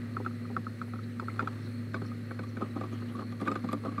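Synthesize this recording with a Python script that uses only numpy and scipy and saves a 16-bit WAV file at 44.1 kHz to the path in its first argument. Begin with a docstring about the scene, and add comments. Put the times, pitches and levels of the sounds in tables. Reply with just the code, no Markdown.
"""Hands screw a plastic feeder together on a wooden deck outdoors. For a second and a half the tight
joint slips in short, hollow ticks, and the base rocks back between twists. Fingers swish over the
plastic; then, from about two seconds, the shell is shifted and knocks on the boards, with low thuds,
small edge clicks and light, gritty rubbing in between. Behind it all a machine, probably an air
conditioner, hums and hisses to the end."""
import sys
import numpy as np
from scipy import signal
from scipy.fft import rfft, irfft, next_fast_len
from scipy.io import wavfile
from scipy.ndimage import uniform_filter1d, map_coordinates

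SR = 44100
rng = np.random.default_rng(int(sys.argv[2]) if len(sys.argv) > 2 else 0)


def log_audio(samples):
    """Write samples as a 16-bit WAV file to the path given in sys.argv[1]."""
    # one column per channel
    frames = np.atleast_2d(samples).T
    # limit to full scale, then quantise
    limited = np.clip(frames, -1, 1)
    pcm = np.round(limited * 32767).astype(np.int16)
    wavfile.write(sys.argv[1], SR, pcm)


N = 176400
T = np.arange(N) / SR
AGE = np.arange(SR // 4) / SR  # seconds into one hit
TOP_HZ = 15700
THUMP_ATTACK_S, SNAP_ATTACK_S = 0.0017, 0.0011

# Hollow body of the joint: pitch_ratio, gain_db, t60_s
JOINT_MODES = [(.38,-13,0.039),(.59,-36,0.058),(.86,-8.5,0.042),(1,10,0.021),(1.15,-5,0.017),(1.4,-19,0.038),(1.9,-38,0.043)]
# Woody thump of the boards, under slips and knocks: pitch_hz, gain_db, t60_s
BOARD_MODES = [(170,-6.5,0.085),(216.3,-1,0.16),(283.6,-6,0.3),(354.3,0,0.057),(400.2,-1.5,0.062),(517,-6.5,0.096),(652.4,-11,0.066),(767,-11.5,0.067),(855,-4,0.014)]
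# Slip cues, before each layer's trim: start_s, tick_db, pitch_hz, thump_db, snap_db
SLIP_CUES = [(0.1681, -26, 1284, -34, -58), (0.249, -39, 1278, -55, -58), (0.2631, -25.5, 1316, -34.5, -59),
             (0.272, -39, 1180, -47, -68), (0.31, -48.5, 1270, -64, -72), (0.454, -42, 1230, -70, -77),
             (0.566, -22, 1302, -30.5, -54.5), (0.6679, -30.5, 1260, -44, -80),
             (0.8157, -29, 1274, -42.5, -60), (0.9362, -36.5, 1280, -39, -61),
             (0.9586, -43, 1300, -53, -70), (0.9909, -39, 1260, -52, -79), (1.1977, -29, 1300, -40.5, -52),
             (1.284, -29, 1302, -40, -59), (1.394, -21, 1326, -36, -45.5), (1.407, -30, 1340, -35, -51),
             (1.4745, -25.5, 1287, -37.5, -49)]
def slips(muffle_hz=3600):
    """The tight joint lets go in hollow ticks that nudge the boards; being enclosed muffles its snap."""
    out = np.zeros(N)
    for start_s, tick_db, pitch_hz, thump_db, snap_db in SLIP_CUES:
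        tick = amp(tick_db + 2.5) * ring(JOINT_MODES, attack_s=0.0027, pitch=pitch_hz, sag=0.08)
        thump = amp(thump_db + 2) * ring(BOARD_MODES, THUMP_ATTACK_S)
        snap = amp(snap_db + 10.5) * filtered(wall_snap(), lambda hz: 1 / (1 + 1j * hz / muffle_hz))
        add(out, start_s, tick + thump + snap)
    return out


# Clack of the shell around its main ring: pitch_hz, gain_db, t60_s
SHELL_MODES = [(850,-10,0.028),(1120,-10,0.05),(1493,10.5,0.023),(1730,0.5,0.0079),(2250,-11.5,0.061),(2282,-20,0.042),(3540,-37,0.021),(3760,-27,0.1),(5020,-47,0.029)]
# Knock cues, before each layer's trim: start_s, clack_db, pitch_hz, ring_db, thump_db, snap_db
KNOCK_CUES = [(1.944, -23.5, 1256, -39, -37.5, -47.5), (1.964, -48, 1146, -42.5, -44, -57),
              (2.0176, -39, 1290, -46.5, -39, -63), (2.0489, -47, 1240, -50, -59, -64),
              (2.117, -55, 1247, -46, -51, -67), (2.3107, -31, 1350, -46.5, -42.5, -69),
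              (2.3922, -32, 1306, -50, -39, -51.5), (2.4364, -50, 1162, -44.5, -70, -57),
              (2.5703, -33, 1310, -46, -40, -55.5), (2.6113, -51, 1073, -40, -37.5, -57),
              (2.6204, -50, 1249, -32, -33, -61), (2.7601, -50, 1035, -61, -35.5, -62),
              (2.7691, -55, 1290, -43.5, -44, -70), (2.8114, -38, 1198, -37.5, -37, -56),
              (2.8364, -55, 1148, -38.5, -39.5, -56.5), (2.9279, -52, 1240, -48, -44.5, -57),
              (3.0212, -44, 1284, -48.5, -44, -72), (3.1517, -49, 1133, -42.5, -51, -64),
              (3.1914, -45, 1205, -39.5, -37.5, -61), (3.2213, -42, 1130, -42.5, -44, -69),
              (3.3227, -41.5, 1195, -45.5, -45.5, -55), (3.4035, -54, 1206, -43.5, -54, -57),
              (3.416, -38, 1164, -39, -33, -50), (3.4643, -48, 1160, -39, -42.5, -53),
              (3.4756, -21, 1180, -32, -35, -55), (3.4794, -43, 1210, -26.5, -40, -45),
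              (3.5158, -39, 1254, -32.5, -33, -46), (3.5564, -30.5, 1274, -41, -38, -48),
              (3.561, -38, 1190, -36, -66, -74), (3.644, -47, 1193, -49, -34, -58),
              (3.6893, -46, 1164, -35.5, -39, -51.5), (3.717, -52, 1200, -44, -50, -53.5),
              (3.7307, -51, 1191, -31, -33, -46), (3.8368, -54, 1163, -46.5, -45, -66),
              (3.8498, -45, 1100, -45, -34.5, -62), (3.8588, -43, 1240, -37, -36, -66),
              (3.8824, -47, 1140, -39.5, -59, -68), (3.9208, -53, 1120, -53, -45, -67),
              (3.9813, -35.5, 1181, -31, -41, -55)]
def knocks(ring_t60_s=0.056):
    """The shell bumps the deck: a clack, a main ring whose pitch shifts with the grip, thump and snap."""
    out = np.zeros(N)
    for start_s, clack_db, pitch_hz, ring_db, thump_db, snap_db in KNOCK_CUES:
        clack = amp(clack_db - 1.5) * ring(SHELL_MODES, attack_s=0.0017)
        main_ring = amp(ring_db + 3.5) * ring([(pitch_hz, 0, ring_t60_s)], attack_s=0.0016)
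        thump = amp(thump_db + 8) * ring(BOARD_MODES, THUMP_ATTACK_S)
        snap = amp(snap_db + 6) * wall_snap()
        add(out, start_s, clack + main_ring + thump + snap)
    return out


# High ring of the thin walls: pitch_hz, gain_db, t60_s
WALL_MODES = [(2160,1,0.035),(2460,10.5,0.025),(2790,-19,0.034),(3310,-2,0.022),(3520,5,0.021),(4110,-1,0.053),(4860,-4.5,0.045),(5850,-9,.03),(6810,-5.5,0.015),(7210,-5,0.025),(8700,-21,0.026)]
# Bright first instant of a contact: freq_hz, gain_db
BITE_EQ = [(800,-13),(2300,-16),(3700,8),(6000,1),(8000,-3),(12000,-18),(15500,-27)]
# Noisy tail of a contact: freq_hz, gain_db
PUFF_EQ = [(300,-11),(1000,28.5),(2400,9),(4200,-23),(5500,-20),(7800,-16),(11000,-19),(15500,-49)]
def wall_snap(grip_detune=0.025):
    """A hard contact bites, then the thin walls, detuned by the grip, ring under a puff of noise."""
    walls = amp(2.5) * ring(WALL_MODES, SNAP_ATTACK_S, pitch=1 + grip_detune * rng.normal())
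    bite = amp(-3.5) * noise_burst(BITE_EQ, t60_s=0.0039)
    puff = amp(-1.5) * noise_burst(PUFF_EQ, t60_s=0.084)
    return bite + walls + puff


# Dull body of the base: pitch_hz, gain_db, t60_s
BASE_MODES = [(275,-1,0.051),(404,-2,0.064),(505,-7,0.076),(660,-17,0.023),(780,-5,0.036),(930,-6,0.022),(1020,-8,0.025),(1270,-12,0.05),(1840,-17,.015)]
# Clunk cues: start_s, level_db
CLUNK_CUES = [(0.2, -28.5), (0.501, -33), (0.877, -42), (1.222, -32), (1.424, -29)]
def clunks(trim_db=-2.5, loss_db=3, gap_s=0.00398):
    """Between twists the feeder rocks back and settles on its base in three quick, fading contacts."""
    out = np.zeros(N)
    for start_s, level_db in CLUNK_CUES:
        for contact in range(3):
            gain = amp(level_db + trim_db - contact * loss_db)
            add(out, start_s, gain * ring(BASE_MODES, attack_s=0.0012))
            start_s += gap_s * rng.uniform(0.5, 2.01)
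    return out


# Low boom of the deck: pitch_hz, gain_db, t60_s
DECK_MODES = [(236, 1, 0.14), (283, 0, 0.13)]
# Thud cues: start_s, level_db
THUD_CUES = [(1.424, -29.5), (2.612, -33), (2.93, -35), (3.417, -25), (3.513, -29), (3.641, -26),
             (3.744, -23.5), (3.858, -40), (3.877, -25), (3.979, -30)]
def thuds(trim_db=-3.5):
    """The deck booms softly when the feeder is pressed down on it."""
    out = np.zeros(N)
    for start_s, level_db in THUD_CUES:
        add(out, start_s, amp(level_db + trim_db) * ring(DECK_MODES, attack_s=0.0036))
    return out


# Thin ping of the plastic edges: pitch_hz, gain_db, t60_s
EDGE_MODES = [(7500,-2,0.021),(8260,2,.05),(9000,0,.025),(10360,-4,.04),(12000,-8,.04)]
# Crisp noise of one catch: freq_hz, gain_db
CLICK_EQ = [(1500,-14),(4000,-9),(6000,-13),(8000,5),(9700,7),(12000,2),(13200,-11),(15500,-32)]
# Click cues: start_s, level_db
CLICK_CUES = [(2.4339, -57), (2.9243, -60), (3.4115, -52.5), (3.4645, -63), (3.476, -54), (3.5145, -66),
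              (3.541, -57), (3.7275, -46)]
def edge_clicks(trim_db=3, loss_db=6, gap_s=0.002):
    """Thin edges scrape past each other in four quick, weakening catches."""
    out = np.zeros(N)
    for start_s, level_db in CLICK_CUES:
        for catch in range(4):
            click = (noise_burst(CLICK_EQ, t60_s=0.018) + ring(EDGE_MODES, SNAP_ATTACK_S)) / 2
            add(out, start_s, amp(level_db + trim_db - catch * loss_db) * click)
            start_s += gap_s * rng.uniform(0.41, 2)
    return out


# Fader ride of the sliding hands and plastic, for rubbing and grit: time_s, level_db
SLIDE_RIDE = [(0,-55.5),(1.1,-63),(1.45,-48.5),(1.75,-59.5),(2.05,-59),(2.25,-60),(2.8,-55.5),(3.05,-55),(3.2,-50.5),(3.35,-61),(3.5,-47),(3.62,-56.5),(3.85,-57),(4,-51)]
# Colour that shell and boards give the rubbing: freq_hz, gain_db
RUB_EQ = [(120,-36),(270,11),(450,3.5),(950,-8.5),(1190,3.5),(1380,-3),(1520,-26),(1900,-25),(2400,-23),(3000,-22.5),(6000,-38),(12000,-44),(15500,-58)]
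def rubbing(scuff_rise_s=0.0036, scuff_fall_s=0.02):
    """Tiny random slips blur into a soft rub that swells to a scuff around each knock."""
    grains = impulses(per_s=700) * np.exp(0.35 * rng.standard_normal(N))
    ride = amp(np.interp(T, *np.transpose(SLIDE_RIDE)))
    scuffs = np.zeros(N)
    for start_s, _, _, _, thump_db, _ in KNOCK_CUES:
        falloff = np.maximum((start_s - T) / scuff_rise_s, (T - start_s) / scuff_fall_s)
        scuffs += amp(thump_db - 8) * np.exp(-falloff.clip(0, 20))
    return coloured(grains, RUB_EQ) * (ride + scuffs)


# Crackle of grit between the parts: freq_hz, gain_db
GRIT_EQ = [(600,-21),(1150,5),(1600,6),(2400,3.5),(3100,-4),(3650,1),(5000,-10.5),(7500,-16),(13000,-38)]
def grit(crunch_s=0.0078):
    """Sparse, sharp grains crackle while the parts slide, most of all around a hard knock."""
    grains = impulses(per_s=240) * np.exp(0.5 * rng.standard_normal(N).clip(-2, 2))
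    ride = amp(np.interp(T, *np.transpose(SLIDE_RIDE)) - 11)
    crunches = sum(amp(snap_db - 6) * np.exp(-((T - start_s) / crunch_s) ** 2)
                   for start_s, *_, snap_db in KNOCK_CUES)
    return coloured(grains, GRIT_EQ) * (ride + crunches)


# Finger swish cues: peak_s, length_s, centre_hz, level_db
SCRATCH_CUES = [(1.043,0.02,4100,-59.5),(1.303,0.019,2120,-52.5),(1.63,0.062,5300,-72),(1.68,0.11,4150,-64),(1.73,0.22,8700,-75),(1.75,.14,13800,-80),(2.07,0.026,5460,-67),(2.315,0.018,10300,-74),(2.493,0.017,5870,-67),(2.64,0.055,3080,-67),(2.937,0.024,6400,-68),(2.96,0.045,3120,-61.5),(3.094,0.022,3040,-59.5),(3.137,0.028,10200,-67.5),(3.42,0.022,9300,-69),(3.52,.025,7900,-69),(3.726,.018,11700,-64)]
def scratches(flutter_db=2.5):
    """Fingers slide briefly over the plastic with a thin, uneven swish."""
    out = np.zeros(N)
    for peak_s, length_s, centre_hz, level_db in SCRATCH_CUES:
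        gain = amp(level_db + flutter_db * wobble(per_s=150))
        swell = np.exp(-2 * ((T - peak_s) / length_s) ** 2)
        out += gain * swell * noise_band(centre_hz, width_hz=0.11 * centre_hz)
    return out


# Motor tones: pitch_hz, level_db, waver_db
HUM_TONES = [(105.76,-41,1.27),(238.7,-43.5,-1.15),(361,-61,2.5),(489,-68,3)]
def machine_hum(drift_rad=0.055, throb_hz=2.563, throb_depth=0.095, throb_peak_s=0.2):
    """Motor tones waver slightly; a close tone, perhaps another fan, beats against the lowest."""
    tones = []
    for pitch_hz, level_db, waver_db in HUM_TONES:
        gain = np.sqrt(2) * amp(level_db + waver_db * wobble(per_s=7.27))
        phase = 2 * np.pi * pitch_hz * T + drift_rad * wobble(per_s=4)
        tones.append(gain * np.exp(1j * phase))
    close_tone = throb_depth * tones[0] * np.exp(2j * np.pi * throb_hz * (T - throb_peak_s))
    return (sum(tones) + close_tone).imag


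# Low end of the moving air: freq_hz, gain_db
RUMBLE_EQ = [(25,-30),(45,-22.5),(70,-8),(100,1.5),(140,6.5),(190,1.5),(228,9),(255,8),(285,1.5),(315,-3.5),(380,-4.5),(460,-6.5),(520,-6),(680,-18.5),(1000,-33),(2000,-99)]
# Mids and top of the moving air: freq_hz, gain_db
HISS_EQ = [(530, -71), (900, -5), (1010, -26), (1210, -0.5), (1520, 0), (1930, 1), (3070, -12), (3710, -14),
           (4230, -14.5), (4990, -16.5), (7490, -22), (8230, -20.5), (9730, -23.5), (10600, -19.5),
           (15500, -27.5)]
# Narrow resonances in the hiss: centre_hz, width_hz, level_db
WHISTLE_BANDS = [(1920,180,-67),(3940,51,-75),(4280,190,-69),(4266,22,-75),(8160,270,-81),(10320,180,-83.5)]
def machine_air(rumble_db=-46, hiss_db=-58, flutter_db=2.6):
    """Air moving through the machine lays a bed of rumble, hiss and faint, fluttering whistles."""
    rumble = amp(rumble_db + 0.19 * wobble(per_s=6.08)) * coloured(rng.standard_normal(N), RUMBLE_EQ)
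    hiss = amp(hiss_db + 0.34 * wobble(per_s=4.6)) * coloured(patchy_noise(), HISS_EQ)
    whistles = sum(amp(level_db + flutter_db * wobble(per_s=14)) * noise_band(centre_hz, width_hz)
                   for centre_hz, width_hz, level_db in WHISTLE_BANDS)
    return rumble + hiss + whistles


def ring(modes, attack_s, pitch=1, sag=0, settle_s=0.003, scatter_db=3.5):
    """Struck modes, balanced anew each hit, at peak 1; they start sharp by the share sag and settle."""
    clock = AGE + sag * settle_s * (1 - np.exp(-AGE / settle_s))
    body = np.zeros(len(AGE))
    for k, (freq, gain_db, t60_s) in enumerate(modes):
        gain = (-1) ** k * amp(gain_db + scatter_db * rng.normal())
        body += gain * envelope(attack_s, t60_s) * np.sin(2 * np.pi * freq * pitch * clock)
    return body / np.abs(body).max()


def noise_burst(eq, t60_s, scatter_db=4):
    """The brief noise of a contact, tinted a little differently each time."""
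    grid_hz = np.linspace(0, TOP_HZ, num=36)
    tint_db = scatter_db * rng.standard_normal(len(grid_hz))
    noise = filtered(rng.standard_normal(len(AGE)), lambda hz: amp(np.interp(hz, grid_hz, tint_db)))
    return coloured(noise, eq) * envelope(SNAP_ATTACK_S, t60_s)


def envelope(attack_s, t60_s):
    """A soft attack and an exponential tail."""
    return (1 - np.exp(-AGE / attack_s)) * np.exp(-np.log(1000) * AGE / t60_s)


def impulses(per_s):
    """Randomly timed spikes of either sign."""
    return (rng.random(N) < per_s / SR) * np.sign(rng.standard_normal(N))


def noise_band(centre_hz, width_hz):
    """Noise around one frequency, at rms 1."""
    noise = rng.standard_normal(N)
    return unit(filtered(noise, lambda hz: 1 / (1 + 2 * ((hz - centre_hz) / width_hz) ** 2)))


def patchy_noise(depth_db=1):
    """White noise with soft patches of gain in time and frequency."""
    spectrum = signal.stft(rng.standard_normal(N), nperseg=512)[2]
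    patches = uniform_filter1d(rng.standard_normal(spectrum.shape), size=5, axis=0)
    patches = uniform_filter1d(patches, size=16, axis=1)
    return signal.istft(spectrum * amp(depth_db * unit(patches)), nperseg=512)[1][:N]


def wobble(per_s):
    """A smooth random curve with per_s knots a second."""
    return map_coordinates(rng.standard_normal(int(N * per_s / SR) + 4), [T * per_s])


def coloured(x, eq):
    """x through an EQ curve of (freq_hz, gain_db) points, at rms 1."""
    freq_hz, gain_db = np.transpose(eq)
    return unit(filtered(x, lambda hz: amp(np.interp(np.log(hz + 1), np.log(freq_hz + 1), gain_db))))


def filtered(x, response):
    """x through a frequency response."""
    size = next_fast_len(len(x) + SR // 2)
    return irfft(rfft(x, size) * response(np.fft.rfftfreq(size, 1 / SR)), size)[:len(x)]


def add(track, start_s, sound, lead_s=0.000989):
    """Mix a hit in just ahead of its cue: contact begins before the ring builds up."""
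    i = max(round((start_s - lead_s) * SR), 0)
    track[i:i + len(sound)] += sound[:max(N - i, 0)]


def amp(db):
    """Decibels to gain."""
    return 10 ** (np.asarray(db) / 20)


def unit(x):
    """Scale to rms 1."""
    return x / np.sqrt(np.mean(x ** 2) + 1e-20)


def scene():
    """A mono mix: handling up close, the machine behind it."""
    hits = slips() + clunks() + knocks() + thuds() + edge_clicks()
    friction = rubbing() + grit() + scratches()
    return (hits + friction + machine_hum() + machine_air())[None]


def record(dry):
    """A brick-wall high cut at TOP_HZ."""
    return np.array([filtered(x, lambda hz: hz < TOP_HZ) for x in dry])


dry = scene()
out = record(dry)
log_audio(out)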